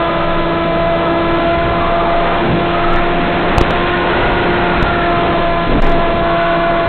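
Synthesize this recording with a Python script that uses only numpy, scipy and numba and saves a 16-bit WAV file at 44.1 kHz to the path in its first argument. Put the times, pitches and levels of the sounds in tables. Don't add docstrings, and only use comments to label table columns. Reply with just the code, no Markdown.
import sys
import numpy as np
from scipy import signal
from scipy.fft import rfft, irfft
from scipy.io import wavfile
from scipy.ndimage import uniform_filter1d
from numba import njit

SR = 44100
rng = np.random.default_rng(int(sys.argv[2]) if len(sys.argv) > 2 else 0)


def dump(signal):
    limited = np.clip(np.atleast_2d(signal).T, -1, 1)
    pcm = np.round(limited * 32767).astype(np.int16)
    wavfile.write(sys.argv[1], SR, pcm)


def level_to_linear(level):
    exponent = np.asarray(level, float) / 20
    return 10 ** exponent


N = 303408
CRUISE_HZ = 168
LINK_RING_HZ = 19.7

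# (time [s], shaft speed [Hz])
SHAFT_SPEED = [(0.0, 168.2), (0.3, 167.9), (1.2, 168.2), (1.8, 170.2), (2.1, 170.2), (2.4, 171.7),
               (2.7, 171.9), (3.3, 173.5), (3.6, 173.7), (3.9, 175.5), (4.2, 175.8), (4.5, 175.5),
               (4.8, 174.1), (5.4, 170.6), (6.0, 169.6), (6.6, 169.8), (6.88, 169.5)]


def columns(table):
    s, *cols = np.transpose(table)
    t = np.arange(N) / SR
    return [np.interp(t, s, c) for c in cols]


def unit(x):
    return x / np.sqrt(np.mean(x ** 2))


def walk(rate):
    hold = int(SR / rate)
    steps = np.repeat(rng.standard_normal(N // hold + 1), hold)
    slewed = uniform_filter1d(uniform_filter1d(steps, hold), hold)
    return unit(slewed)[:N]


def bump(t, middle, length):
    return np.cos(np.pi * np.clip((t - middle) / length, -.5, .5)) ** 2


@njit
def svf(x, hz, width):
    y, b, l = np.empty((2, len(x))), 0., 0.
    for i in range(len(x)):
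        g, k = np.tan(np.pi * hz[i] / SR), width / hz[i]
        v = (b + g * (x[i] - l)) / (1 + g * (g + k))
        low = l + g * v
        b, l = 2 * v - b, 2 * low - l
        y[0, i], y[1, i] = k * v, x[i] - k * v - low
    return y


def extra_speed():
    return columns(SHAFT_SPEED)[0] - CRUISE_HZ


def propeller():
    # (time [s], 2nd order level [dB], 4th order level [dB], 6th order level [dB])
    main_tones = [(0, -26, -24.5, -27), (.6, -22.5, -23.5, -27), (.85, -25.5, -17.5, -28),
                  (1.3, -21.5, -23, -25.5), (1.53, -22.5, -17.5, -29), (1.7, -27, -21.5, -26.5),
                  (2.1, -26, -17.5, -28), (2.5, -25, -25, -29.5), (2.9, -24, -22, -35.5),
                  (3.7, -26, -26.5, -30.5), (3.91, -22.5, -28, -22), (4.1, -22.5, -27.5, -35.5),
                  (4.65, -21.5, -25.5, -35.5), (4.95, -26.5, -24, -39), (5.1, -21.5, -18.5, -25),
                  (5.7, -31, -23, -27.5), (6.0, -26, -19.5, -27), (6.46, -24, -18, -25),
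                  (6.88, -26.5, -18.5, -27.5)]
    # (multiple of the shaft rate, level at cruise [dB],
    # slope [dB per Hz of extra shaft speed], share of the 6th order's swings)
    upper_orders = [(8, -33, -.5, .5), (10, -35.5, -1.26, .7), (12, -37, -1.2, .3), (14, -40.5, 0, .3),
                    (16, -47, 0.4, .2), (18, -53.5, -2.3, .2), (20, -50, -0.6, .2), (21, -45.5, -0.67, .2)]
    turn = 2 * np.pi * np.cumsum(columns(SHAFT_SPEED)[0]) / SR
    second, fourth, sixth = columns(main_tones)
    shaft_tone_db = -28.5 + 1.1 * walk(6)
    orders = [(1, shaft_tone_db), (2, second), (4, fourth), (6, sixth)]
    sixth_swing = sixth - sixth.mean()
    for order, cruise_db, slope, share in upper_orders:
        db = cruise_db + slope * extra_speed() + share * sixth_swing + 1.2 * walk(5)
        orders.append((round(order), db))
    out = 0
    for order, db in orders:
        jitter = (0.087 + .03 * order) * walk(30)
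        phase = order * turn + 2 * np.pi * rng.random() + jitter
        out = out + np.sqrt(2) * level_to_linear(db + 1.2 * walk(25)) * np.sin(phase)
    return out


def airstream():
    # (frequency [Hz], spectral density [dB])
    air_colour = [(21, -29.5), (35, -5.5), (101, -7), (170, -6.5), (225, -5.5), (342, -4), (386, -5),
                  (553, -5), (689, -6.5), (809, -6.5), (1010, -8), (3480, -17.5), (4170, -40),
                  (5420, -57.5), (9170, -120)]
    # (frequency [Hz], ..)
    centres_hz = (70, 300, 900, 1900, 3300)
    # (level at cruise [dB], slope [dB per Hz of extra shaft speed], slow swell [dB])
    air_ranges = [(-30, 0.68, 2), (-26.5, 0.57, 1.5), (-24.5, 0.34, 1.2), (-32, 1.09, 0), (-36.5, 0.71, .5)]
    octave = np.log2(np.maximum(np.arange(N // 2 + 1) * SR / N, 1))
    hz, db = np.transpose(air_colour)
    colour = level_to_linear(np.interp(octave, np.log2(hz), db))
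    out = 0
    for share, (cruise_db, slope, swell_db) in zip(np.eye(len(centres_hz)), air_ranges):
        shape = colour * np.sqrt(np.interp(octave, np.log2(centres_hz), share))
        level_db = cruise_db + slope * extra_speed() + swell_db * walk(4)
        flicker_db = 1.2 * walk(12)
        noise = unit(irfft(rfft(rng.standard_normal(N)) * shape, N))
        out = out + level_to_linear(level_db + flicker_db) * noise
    return out


def whistle(table, width):
    hz, db = columns(table)
    once = svf(rng.standard_normal(N), hz, width)[0]
    return unit(svf(once, hz, width)[0]) * level_to_linear(db)


def whistles():
    # (time [s], pitch [Hz], level [dB])
    middle = [(0, 1243, -27), (.45, 1280, -29.5), (.8, 1283, -31), (1.3, 1312, -27), (1.62, 1442, -28.5),
              (1.72, 1307, -37), (1.82, 1136, -21.5), (1.95, 1200, -27.5), (2.3, 1212, -27),
              (2.5, 1254, -52.5), (2.78, 1273, -21), (2.97, 1335, -24), (3.15, 1465, -41.5),
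              (3.8, 1433, -36), (3.95, 1455, -25), (4.55, 1438, -27), (4.95, 1378, -23), (5.4, 1205, -31),
              (5.6, 1228, -45), (6.15, 1418, -47), (6.3, 1478, -28), (6.88, 1457, -28)]
    # (time [s], pitch [Hz], level [dB])
    lower = [(0, 596, -27.5), (.4, 615, -28.5), (.9, 610, -30), (1.45, 636, -31), (1.65, 633, -47.5),
             (3.9, 961, -40), (4.15, 985, -27.5), (4.8, 888, -28.5), (5.0, 870, -41), (6.15, 1123, -43),
             (6.3, 1105, -26.5), (6.88, 1119, -28)]
    # (time [s], pitch [Hz], level [dB])
    higher = [(2.7, 1595, -57.5), (2.85, 1647, -33), (3.02, 1827, -29), (3.12, 1820, -51),
              (3.75, 1755, -44.5), (3.9, 1770, -27), (4.3, 2057, -32), (4.75, 1875, -38), (5.05, 1726, -24),
              (5.2, 1672, -52.5)]
    return whistle(middle, 85.) + whistle(lower, 65.) + whistle(higher, 140.)


def port_hiss():
    centre_hz, width_hz, cruise_db = 3660., 380, -42
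    ringing = svf(rng.standard_normal(N), np.full(N, centre_hz), width_hz)[0]
    return unit(ringing) * level_to_linear(cruise_db + 0.22 * extra_speed())


def sway():
    # (zero crossing [s], whole length [s], peak level [dB])
    rocking = [(.43, .35, -30), (1.29, .2, -33), (1.84, .15, -28), (2.185, .15, -25.5), (2.395, .15, -29),
               (2.962, .26, -23.5), (3.495, .2, -28), (3.805, .25, -29), (4.28, .2, -29), (5.919, .25, -30),
               (6.57, .15, -32)]
    t = np.arange(N) / SR
    hz, width_hz, sway_db = np.full(N, 20.), 9.9, -39.5
    once = svf(rng.standard_normal(N), hz, width_hz)[0]
    out = unit(svf(once, hz, width_hz)[0]) * level_to_linear(sway_db)
    for s, length, db in rocking:
        swing = np.sin(2 * np.pi * LINK_RING_HZ * (t - s))
        out = out + level_to_linear(db) * bump(t, s - length / 4, length) * swing
    return out


def rough_air():
    # (middle [s], length [s], centre [Hz], width [Hz], level [dB])
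    bursts = [(1.722, 0.27, 495, 900, -19), (2.28, 0.26, 594, 900, -18), (2.535, 0.43, 203, 220, -14),
              (2.948, .4, 806, 1200, -22.5), (3.198, 0.56, 303, 400, -22), (3.52, 0.17, 702, 900, -19),
              (3.76, 0.23, 512, 900, -20), (4.3, .5, 90, 100, -25.5), (4.65, .35, 500, 700, -22.5),
              (5.304, 0.53, 510, 600, -16.5), (5.748, 0.25, 200, 400, -9), (6.0, 0.83, 349, 400, -20),
              (6.88, 0.16, 69.7, 80, -23)]
    out, t = 0, np.arange(N) / SR
    for s, length, hz, width, db in bursts:
        noise = unit(svf(rng.standard_normal(N), np.full(N, 1. * hz), 1. * width)[0])
        smoothed = uniform_filter1d(noise, size=int(SR / hz / 5))
        out = out + level_to_linear(db) * bump(t, s, length) * smoothed
    return out


def reception_breaks():
    # (start [s], length [s], jump [amplitude], swing back [amplitude])
    breaks = [(3.5788, 0.0032, 1.3, -0.6), (3.5826, 0.0005, 2.2, -0.4), (3.6101, 0.0013, 1.1, -0.3),
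              (3.6128, 0.0013, 1.5, -0.7), (3.7072, .0007, -1.0, .05), (4.8262, 0.0028, 1.1, .05),
              (5.8222, .0004, .4, 0)]
    settle_s = 0.0059
    t, out = np.arange(N) / SR, np.zeros(N)
    for s, length, jump, back in breaks:
        after = t - s - length
        out += jump * ((t >= s) & (after < 0))
        out += back * (after >= 0) * np.exp(-np.maximum(after, 0) / settle_s)
    return out


def gusts():
    # (middle [s], length [s], push ahead of the overdrive [amplitude, sign = direction])
    pushes = [(5.690, 0.018, 0.3), (5.743, 0.012, -0.4), (5.767, 0.012, -.5), (5.810, 0.03, -.65)]
    t = np.arange(N) / SR
    return sum(push * bump(t, s, length) for s, length, push in pushes)


def scene():
    air = airstream() + rough_air() + port_hiss() + sway() + whistles() + gusts()
    return (propeller() + air)[None]


def low_pass(x):
    return signal.sosfilt(signal.butter(12, 15800, fs=SR, output="sos"), x)


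def record(dry):
    ring_width_hz, hiss_db, top_hz = 3., -29.5, 4100
    offset, rail = 0.013, .705
    mic = 0.4 * np.tanh(4.13 * dry[0])
    coupled = svf(mic, np.full(N, LINK_RING_HZ), ring_width_hz)[1]
    hiss = level_to_linear(hiss_db) * rng.standard_normal(N)
    top_cut = signal.cheby1(12, .5, top_hz, fs=SR, output="sos")
    line = signal.sosfilt(top_cut, coupled + hiss + reception_breaks()) + offset
    clipped = np.clip(line, -rail, rail)
    return low_pass(clipped[None])


dry = scene()
out = record(dry)
dump(out)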